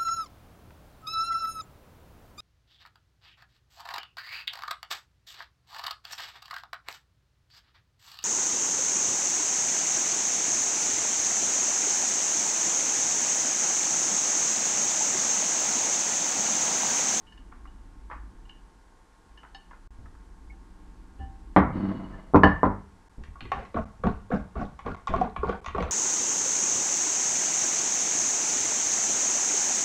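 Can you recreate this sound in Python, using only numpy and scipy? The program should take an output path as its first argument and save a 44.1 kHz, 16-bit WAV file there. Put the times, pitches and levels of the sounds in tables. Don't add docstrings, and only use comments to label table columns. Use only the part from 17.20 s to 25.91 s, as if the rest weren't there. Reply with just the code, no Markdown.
import sys
import numpy as np
from scipy import signal
from scipy.fft import rfft, irfft, next_fast_len
from scipy.io import wavfile
from scipy.ndimage import uniform_filter1d, minimum_filter1d

SR = 44100
rng = np.random.default_rng(int(sys.argv[2]) if len(sys.argv) > 2 else 0)


def wrap_up_sound(samples):
    columns = np.atleast_2d(samples).T
    tamed = np.clip(columns, -1, 1)
    steps = np.round(tamed * 32767).astype(np.int16)
    wavfile.write(sys.argv[1], SR, steps)


N = 384111
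EVENT_SAMPLES = SR * 3 // 5
T = np.arange(EVENT_SAMPLES) / SR
TIME = np.arange(N) / SR


def amp(db):
    return 10 ** (np.asarray(db) / 20)

def unit(x):
    return x / np.sqrt(np.mean(x ** 2) + 1e-20)

def fade(t60):
    return np.exp(-np.log(1000) * T / t60)

def gesture(age, rise, hold, fall_db_per_s):
    return np.clip(age / rise, 0, 1) * amp(-fall_db_per_s * np.maximum(age - rise - hold, 0))

def along(points, hz):
    f, v = np.transpose(points)
    return np.interp(np.log(hz + 1), np.log(f), v)

def add(track, s, x):
    part = track[max(round(s * SR), 0):][:len(x)]
    part += x[:len(part)]

def coloured(x, points):
    size = 2 * next_fast_len(len(x) // 2 + SR // 8)
    gain = amp(along(points, np.fft.rfftfreq(size, 1 / SR)))
    cepstrum = irfft(np.log(gain))
    cepstrum[1:size // 2] *= 2
    cepstrum[size // 2 + 1:] = 0
    return irfft(rfft(x, size) * np.exp(rfft(cepstrum)))[:len(x)]

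def noise(points):
    return unit(coloured(rng.standard_normal(N), points))

def wander(size):
    return unit(uniform_filter1d(uniform_filter1d(rng.standard_normal(N), size), size))

def grains(size, rate):
    return rng.standard_normal(size) * (rng.random(size) < rate / SR)

def ring(modes, shape=((1000, 0),), stretch=1):
    scatter_db = 1.5 * rng.standard_normal(len(modes))
    out = np.zeros(EVENT_SAMPLES)
    for k, (hz, db, t60) in enumerate(modes):
        strength = (-1) ** k * amp(db + scatter_db[k] + along(shape, hz))
        out += strength * np.sin(2 * np.pi * hz * stretch * T) * fade(t60)
    return out

def contact(chatter, t60):
    x = rng.standard_normal(EVENT_SAMPLES) * fade(t60)
    x *= chatter / np.linalg.norm(x)
    x[0] = 1
    return x

def struck(x, db):
    return amp(db) * x / np.sqrt(np.mean(x[:SR // 50] ** 2) + 1e-20)


# f/Hz, level/dB, t60/s
PLATE_MODES = [(781, 0, .47), (1012, 1, .16), (1104, -4, .22), (1437, -14, .2), (1647, -8, .2),
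               (1760, 2, .26), (1825, -19, .14), (2010, -21, .5), (2225, -18, .2), (2820, -2, .13),
               (2895, -1, .22), (3009, -4, .3), (3790, -13, .14), (4382, -9, .15), (4660, -15, .14),
               (5206, -16, .2), (6417, -20, .16)]
# f/Hz, level/dB
SCRAPE_SPECTRUM = [(500, -19.5), (950, -0.5), (1700, -3), (2200, -12), (2900, 2), (3400, -4.5),
                   (4600, -9.5), (5400, -18.5), (7000, -18), (13000, -51)]
# t/s, weights of the low/dB, middle/dB, high/dB and top/dB modes, rise/s, damping t60/s
TAPS = [(0.067, -75, -81, -56.5, -76, 0.0075, 1.2), (0.121, -84, -61, -59, -62, 0.0022, 0.44),
        (0.175, -80, -63, -56.5, -69, .001, 0.097), (0.471, -65, -70, -65.5, -76, 0.0022, 0.8),
        (1.251, -73, -73, -65, -76, 0.0041, 0.55), (1.293, -67, -63, -51, -64, .001, 0.16),
        (2.174, -71, -60.5, -56.5, -62, .001, 0.42), (2.347, -51.5, -52.5, -49.5, -45.5, 0.00055, 0.26),
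        (3.32, -60, -76, -84, -90, .004, 1.7), (3.989, -40, -51, -58.5, -85, 0.021, 27),
        (4.925, -63, -46.5, -74, -75, 0.016, 1.05), (5.2341, -16.5, -8.5, -31.5, -35, .0004, 0.12)]

def plate_rings():
    out = np.zeros(N)
    for s, low_db, middle_db, high_db, top_db, rise, damping in TAPS:
        shape = [(800, low_db), (1000, middle_db - 8), (1650, middle_db), (1800, middle_db),
                 (2200, high_db), (3100, high_db), (3700, top_db)]
        press = 1 - np.exp(-(T / rise) ** 2)
        scrape = struck(coloured(contact(3.4, t60=0.074), SCRAPE_SPECTRUM), high_db - 11)
        clank = amp(-6) * fade(.1)
        sing = amp(1.5) * press * ring(PLATE_MODES, shape) * (fade(damping) + clank)
        add(out, s, room(sing + scrape, near_db=-11, far_db=-11))
    return out


# f/Hz, level/dB, t60/s
THUD_TONES = [(43.6, -15, .37), (74, -9, .2), (96, -8, .22), (154, -9, .2), (194, 1, .23), (245, -5, .19),
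              (294, 1, .17), (328, -4, .09), (396, -7, .14), (491, -6, .12)]
# multiple of its pitch, level/dB, t60/s
FOOT_MODES = [(.42, 0, .035), (.9, -7, .05), (1, 0, .06), (1.06, -6, .05), (1.38, -14, .06)]
# f/Hz, level/dB
KNOCK_SPECTRUM = [(25, -20.5), (60, 4.5), (300, 2.5), (550, 3.5), (800, 2.5), (1050, 2), (1350, -3),
                  (1700, -9), (2050, -9), (2500, -21), (4000, -28), (9000, -69.5), (14000, -99.5)]
CLICK_SPECTRUM = [(900, -24.5), (2000, 10.5), (3000, -2.5), (4500, -12), (6500, -24), (9000, -38),
                  (12000, -47), (15000, -48.5)]
# t/s, relative knock/dB, thud/dB, relative click/dB, upper edge/Hz, foot/dB, foot pitch/Hz
LANDINGS = [(4.3634, -1.5, -16.5, -30.5, 2400, -22.5, 1124), (4.371, -23, -41, -42, 2350, -32, 1136),
            (4.386, -28, -32, -38.5, 2490, -32, 1130), (4.401, -30, -27, -52, 1890, -33.5, 1050),
            (4.429, -22, -32, -67.5, 1700, -34.5, 1325), (4.504, -33.5, -49.5, -67, 1600, -43, 1262),
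            (5.137, -18, -19, -72.5, 800, -36, 1000), (5.145, -5.5, -11.5, -52.5, 1165, -16.5, 1017),
            (5.158, -13, -26, -33.5, 1380, -35.5, 1045), (5.2345, -3.5, -14.5, -52, 1650, -20.5, 1030),
            (5.432, -9, -22.5, -60, 1400, -22, 986), (5.4535, -18, -23.5, -46, 1810, -34, 1050)]

def plate_knocks():
    out = np.zeros(N)
    thud_rise = 1 - np.exp(-T / .014)
    foot_rise = 1 - np.exp(-T / .001)
    for s, knock_db, thud_db, click_db, edge_hz, foot_db, foot_hz in LANDINGS:
        cushion = signal.butter(3, edge_hz, fs=SR, output="sos")
        blow = signal.sosfilt(cushion, contact(.4, t60=.013))
        knock = room(coloured(blow, KNOCK_SPECTRUM), near_db=-2, far_db=-6)
        foot = room(foot_rise * ring(FOOT_MODES, stretch=foot_hz), near_db=-7, far_db=-8)
        thud = room(thud_rise * ring(THUD_TONES), near_db=-16, far_db=-16)
        click = room(coloured(contact(2.5, t60=0.017), CLICK_SPECTRUM), near_db=1.5, far_db=-17)
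        add(out, s, struck(knock, knock_db - 9) + struck(foot, foot_db))
        add(out, s, struck(thud, thud_db) + struck(click, click_db - 5.5))
    return out


# f/Hz, level/dB
RASP_WEIGHTS = [(800, -14), (1770, -6), (2900, 9.5), (4400, 11.5), (6400, -1)]

def plate_slide():
    start_s, length_s, buzz_hz = 4.526, 0.58, 97.3
    speed = gesture(TIME - start_s, rise=0.035, hold=0.15, fall_db_per_s=84.5)
    speed *= TIME < start_s + length_s
    grip = amp(2.2 * wander(size=500))
    pulse_times = np.cumsum(1 + .1 * rng.standard_normal(int(buzz_hz * N / SR))) / buzz_hz
    pulses = np.bincount((pulse_times * SR).astype(int), minlength=N)[:N]
    buzz_weights = [(45, -2), (100, -1), (150, 5), (200, 0), (245, 5),
                    (294, -2), (330, 2), (400, -8), (500, -14)]
    pulse_ring = ring(THUD_TONES, buzz_weights) * fade(.2)
    buzz = unit(signal.fftconvolve(pulses, pulse_ring)[:N])
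    grit = grains(N, rate=2000)
    china = unit(signal.fftconvolve(grit, ring(PLATE_MODES, RASP_WEIGHTS) * fade(.02))[:N])
    rub = unit(coloured(grains(N, rate=900), KNOCK_SPECTRUM))
    rasp = speed ** 0.46 * (amp(-65.5) * china + amp(-45.5) * rub)
    return grip * amp(-30) * speed * buzz + room(grip * rasp, near_db=-2.5, far_db=-8.5)


def clink(s=3.298, hz=2186):
    out = np.zeros(N)
    envelope = amp(-50.5) * fade(0.062) * (1 - np.exp(-T / 0.0013))
    add(out, s, room(envelope * np.sin(2 * np.pi * hz * T), near_db=5, far_db=-19))
    return out


# multiple of its pitch, level/dB, t60/s
WALL_MODES = [(.64, -7, .02), (1, 0, .03), (1.33, -12, .02)]
# f/Hz, level/dB, t60/s
RIM_MODES = [(932, -9, .022), (1104, 0, .032), (1200, -6, .016), (1410, -7, .02), (1727, -20, .02)]
# f/Hz, level/dB
CLACK_SPECTRUM = [(900, -13.5), (1900, 8.5), (2500, 6), (3200, -2), (4500, -9), (5500, -38), (9000, -37),
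                  (15000, -46)]
WIRE_SPECTRUM = [(1500, -17), (3000, -1.5), (3550, 13), (4200, -12), (5200, 1), (6100, 1), (7200, -3),
                 (8200, -16.5), (10000, -24), (15000, -47)]
# t/s, rim/dB, wall/dB, wall pitch/Hz, click/dB, wire tick/dB
WHISK_HITS = [(6.036, -60, -66, 427, -54.5, -67), (6.1548, -48.5, -63, 744, -75, -89),
              (6.2052, -64, -55, 790, -45, -70), (6.252, -53, -49.5, 400, -54, -73),
              (6.3168, -27, -29.5, 826, -37.5, -58), (6.45, -51, -62, 780, -56.5, -71),
              (6.542, -41.5, -36.5, 513, -53.5, -74), (6.566, -32, -35, 719, -67, -70),
              (6.8351, -33, -31, 509, -51.5, -69), (6.8666, -33.5, -34, 766, -48.5, -67),
              (7.1021, -46.5, -35, 493, -63, -87), (7.1197, -47, -35, 680, -52, -66),
              (7.142, -42, -40, 540, -58, -67), (7.353, -45, -42.5, 428, -64, -81),
              (7.4109, -39, -36.5, 765, -65.5, -66), (7.5895, -44, -50.5, 860, -53.5, -67.5),
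              (7.6623, -39.5, -35.5, 506, -52.5, -66), (7.7446, -43.5, -50, 740, -56.5, -68),
              (7.871, -29.5, -45, 883, -58, -50), (7.8788, -48, -40, 834, -43.5, -60),
              (7.936, -25.5, -27, 717, -50, -64), (7.9606, -39, -37.5, 415, -48.5, -62),
              (8.0113, -47, -20.5, 778, -53, -61), (8.1613, -34.5, -43, 732, -45.5, -69),
              (8.2298, -29.5, -27, 463, -62, -72), (8.2915, -33, -27, 465, -47.5, -59),
              (8.443, -44.5, -55, 730, -56, -61), (8.46, -37.5, -47.5, 700, -43, -51),
              (8.482, -38.5, -56, 730, -47, -71), (8.546, -32, -32.5, 434, -52, -65),
              (8.58, -31, -31.5, 724, -47.5, -65), (8.603, -49, -31.5, 512, -43.5, -62),
              (8.6232, -39.5, -41, 730, -43.5, -54)]

def whisk_clacks():
    out = np.zeros(N)
    sagging = T * (1 - .1 * (1 - np.exp(-T / .025)))
    for s, rim_db, wall_db, wall_hz, click_db, wire_db in WHISK_HITS:
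        load = 1 + .015 * rng.standard_normal()
        rise = np.interp(wall_db - click_db, [8, 28], [.003, .006])
        swell = 1 - np.exp(-(T / rise) ** 2)
        note = sum(amp(db) * np.sin(2 * np.pi * ratio * wall_hz * sagging) * fade(t60)
                   for ratio, db, t60 in WALL_MODES)
        rim = room(swell * ring(RIM_MODES, stretch=load), near_db=-6, far_db=-8.5)
        wall = room(swell * note, near_db=-6, far_db=-8.5)
        burst = swell * rng.standard_normal(EVENT_SAMPLES) * fade(0.014)
        click = room(coloured(burst, CLACK_SPECTRUM), near_db=-5, far_db=-5.5)
        tick = room(coloured(contact(6.5, t60=0.013), WIRE_SPECTRUM), near_db=-6.5, far_db=-5.5)
        add(out, s, struck(rim, rim_db) + struck(wall, wall_db) + struck(click, click_db))
        add(out, s + .001, struck(tick, wire_db))
    return out


# f/Hz, level/dB
RATTLE_SPECTRUM = [(200, -18.5), (350, -3.5), (480, -12), (600, 7), (760, 13), (900, 2.5), (1100, -11.5),
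                   (1280, -3.5), (1450, 6), (1750, -12.5), (2300, -16.5), (3200, -91.5), (6000, -51),
                   (12000, -100)]
SLOSH_SPECTRUM = [(70, -32), (135, -13), (195, 10), (280, -7.5), (400, -12), (700, -25), (2000, -74),
                  (6000, -120)]
# t/s, length/s, rattle and gurgle/dB, slosh/dB, boom/dB, boom delay/s, rocking/dB
BEATING = [(6.328, 0.14, -46.5, -52, -45, 0.0091, -40.5), (6.544, 0.05, -34.5, -28.5, -36.5, 0.0077, -35.5),
           (6.836, 0.064, -33, -31, -27.5, 0.0056, -32), (7.112, 0.054, -31.5, -27.5, -27.5, 0.012, -36),
           (7.359, 0.087, -40, -36, -34, 0.034, -36), (7.648, 0.075, -39.5, -36.5, -41, 0.025, -40.5),
           (7.895, .19, -39, -36.5, -34.5, 0.1, -35), (8.23, .13, -36.5, -44, -39.5, 0.023, -38.5),
           (8.543, 0.16, -38.5, -38.5, -40, 0.026, -38)]

def whisk_strokes():
    out = np.zeros(N)
    for s, length, rattle_db, slosh_db, *_ in BEATING:
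        push = np.sqrt(np.sin(np.pi * np.clip(T / length, 0, 1)).clip(0))
        rattle = push * unit(coloured(grains(EVENT_SAMPLES, rate=450), RATTLE_SPECTRUM))
        wet_rattle = amp(-3) * (rattle + bubbles(length, centre_hz=750, cycles=24))
        slosh = amp(slosh_db) * unit(coloured(grains(EVENT_SAMPLES, rate=1200), SLOSH_SPECTRUM))
        fizz_db = -60.5 + 2 * (s - BEATING[0][0])
        fizz = amp(fizz_db) * unit(coloured(grains(EVENT_SAMPLES, rate=900), CLICK_SPECTRUM))
        froth = amp(-24.5) * bubbles(1.1 * length, centre_hz=2210, cycles=14)
        stroke = amp(rattle_db) * (wet_rattle + froth) + push * (slosh + fizz)
        add(out, s, room(stroke, near_db=-6.5, far_db=-12))
    return out


def bubbles(length, centre_hz, cycles):
    out = np.zeros(EVENT_SAMPLES)
    for when, pitch, softness in rng.random((60, 3))[:int(length * 170)]:
        hz = centre_hz * 2 ** (2.2 * (pitch - .5))
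        age = np.minimum(T * hz / cycles, 1)
        chirp = np.sin(2 * np.pi * hz * T * (1 + 0.12 * age))
        add(out, when * length, amp(-12 * softness) * chirp * np.sqrt(age) * fade(cycles / hz))
    return out / np.sqrt(np.sum(out ** 2) / (length * SR) + 1e-20)


# f/Hz, level/dB
BOOM_TONES = [(157, -5), (189, -3), (209, 0), (246, -5), (291, -6)]

def stroke_booms(waver_hz=9):
    shove = gesture(T, rise=0.0092, hold=0.029, fall_db_per_s=268)
    push = np.zeros(N)
    for s, *_, boom_db, delay, _ in BEATING:
        add(push, s + delay, amp(boom_db) * shove)
    tones = sum(amp(db) * np.sin(2 * np.pi * np.cumsum(hz + waver_hz * wander(size=700)) / SR)
                for hz, db in BOOM_TONES)
    return push * unit(tones)


# f/Hz, level/dB
ROCK_SPECTRUM = [(25, -9), (50, -2.5), (85, -6), (125, -11.5), (200, -22.5), (600, -61), (2500, -120)]

def bowl_rocks(drop_back_s=0.19):
    tip = gesture(T, rise=0.0075, hold=0.061, fall_db_per_s=164)
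    sway = np.zeros(N)
    for s, *_, rock_db in BEATING:
        add(sway, s, amp(rock_db) * tip)
        add(sway, s + drop_back_s, amp(rock_db - 25) * tip)
    return sway * noise(ROCK_SPECTRUM)


# f/Hz, level/dB
SWISH_SPECTRUM = [(200, -11.5), (450, -1.5), (800, 5), (1400, -2), (1900, -15.5), (3000, -23.5),
                  (6500, -24), (9000, -34), (15000, -57.5)]

def batter_swish():
    flow = np.zeros(N)
    for s, *_ in BEATING:
        add(flow, s, gesture(T, rise=0.033, hold=0.016, fall_db_per_s=88))
    return amp(-53) * flow * unit(coloured(grains(N, rate=3000), SWISH_SPECTRUM))


# f/Hz, level/dB
PLOP_SPECTRUM = [(300, -18), (600, -16.5), (1000, -4), (1350, -6), (1800, -10.5), (2150, -20),
                 (2600, -25.5), (5000, -50), (10000, -65)]
# t/s, relative level/dB, smear t60/s
FOOD_DROPS = [(0.319, -34, 0.065), (0.325, -54, 0.1), (0.453, -36, 0.046), (0.899, -28, 0.1),
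              (0.912, -23.5, 0.14), (0.934, -35.5, 0.21), (2.232, -34, 0.043), (2.249, -37, 0.023),
              (2.509, -34, 0.05), (2.533, -36.5, 0.023), (2.858, -39, 0.03), (2.951, -47, 0.015)]

def food_plops():
    out = np.zeros(N)
    give = 1 - np.exp(-T / .0015)
    for s, db, smear in FOOD_DROPS:
        squash = rng.standard_normal(EVENT_SAMPLES) * give * (fade(smear) + 2 * fade(0.0045))
        smack = room(coloured(squash, PLOP_SPECTRUM), near_db=-9, far_db=-9)
        add(out, s, struck(smack, db - 16.5))
    return out


# f/Hz, level/dB
BUMP_SPECTRUM = [(30, 2.5), (70, 9), (140, -8), (260, -9), (450, -22), (1500, -39), (5000, -110)]
# t/s, level/dB
HAND_BUMPS = [(2.785, -40.5), (3.991, -37.5), (4.211, -50.5), (5.981, -39), (6.079, -40.5), (6.214, -40),
              (6.796, -43.5), (7.005, -47.5), (7.89, -31), (8.172, -41), (8.469, -38), (8.607, -33)]

def handling():
    out = np.zeros(N)
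    for s, db in HAND_BUMPS:
        bump = coloured(rng.standard_normal(EVENT_SAMPLES) * fade(0.52), BUMP_SPECTRUM)
        add(out, s, struck(bump, db))
    return out


# f/Hz, t60/s
KITCHEN_DECAY = [(80, 0.78), (250, 0.26), (1000, 0.32), (2000, 0.4), (4000, 0.33), (10000, 0.1)]

def room(x, near_db, far_db):
    hz, t, spectrum = signal.stft(rng.standard_normal(EVENT_SAMPLES), SR, nperseg=256)
    decay = amp(-60 * t / along(KITCHEN_DECAY, hz)[:, None])
    tail = signal.istft(spectrum * decay, SR, nperseg=256)[1][:EVENT_SAMPLES]
    tail *= 1 - np.exp(-T / 0.0054)
    echoes = grains(EVENT_SAMPLES, rate=2500) * fade(0.095) * (T > .003)
    response = (amp(near_db) * unit(echoes) + amp(far_db) * unit(tail)) / np.sqrt(EVENT_SAMPLES)
    response[0] += 1
    return signal.fftconvolve(x, response)[:len(x)]


# f/Hz, level/dB
DRONE_SPECTRUM = [(15, -22.5), (32, -5), (43, -13.5), (49, -7), (56, -6.5), (80, -47), (200, -41.5),
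                  (600, -81.5)]
MURMUR_SPECTRUM = [(40, -13.5), (90, 6.5), (150, -5), (190, 6), (225, -3), (260, 3), (340, -0.5),
                   (500, -24.5), (900, -19), (3000, -40.5), (9000, -91)]
HISS_SPECTRUM = [(150, -15.5), (450, 3.5), (580, -5), (800, 2), (1050, 0.5), (1300, -3.5), (1650, -4),
                 (2500, -12.5), (4000, -14.5), (8000, -16.5), (10000, -20.5), (13000, -31.5), (15500, -55)]
# f/Hz, relative level/dB
WHINE_TONES = [(899.0, -71), (1077, -72.5), (1432, -78.5), (1615, -79.5)]
# t/s, relative level/dB
DRONE_SWELLS = [(0.0, -58.5), (0.43, -53), (0.8, -54.5), (1.13, -53), (1.86, -66.5), (2.13, -63.5),
                (3.46, -53), (3.9, -52.5)]

def room_tone():
    times, levels = np.transpose(DRONE_SWELLS)
    sunk = np.interp(TIME, [5.0, 5.7], [0, 1])
    swell_db = (1 - sunk) * np.interp(TIME, times, levels) - 64 * sunk
    whine = sum(amp(db) * np.sqrt(2) * np.sin(2 * np.pi * (hz * TIME + rng.random()))
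                for hz, db in WHINE_TONES)
    drone = amp(swell_db + 7) * noise(DRONE_SPECTRUM)
    murmur = amp(-59.5 + 0.77 * (swell_db - levels.mean())) * noise(MURMUR_SPECTRUM)
    return drone + murmur + amp(-64) * noise(HISS_SPECTRUM) + amp(-0.5) * whine


def scene():
    plate = plate_rings() + clink() + plate_knocks() + plate_slide()
    whisk = whisk_clacks() + whisk_strokes() + batter_swish() + stroke_booms() + bowl_rocks()
    return (food_plops() + handling() + plate + whisk + room_tone())[None]


# t/s, length/s
LEVEL_DIPS = [(2.675, 0.031), (5.886, 0.009), (6.646, 0.009), (7.757, 0.0074), (8.406, 0.008)]

def record(dry, top_hz=15500):
    gate = np.ones(N)
    for s, length in LEVEL_DIPS:
        gate[(TIME > s) & (TIME < s + length)] = amp(-28)
    gated = dry * uniform_filter1d(gate, size=60)
    safe_gain = minimum_filter1d(1 / np.maximum(np.abs(gated), 1), size=241)
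    limited = gated * uniform_filter1d(uniform_filter1d(safe_gain, size=121), size=121)
    return irfft(rfft(limited) * (np.fft.rfftfreq(N, 1 / SR) < top_hz), N)


dry = scene()
out = record(dry)
wrap_up_sound(out)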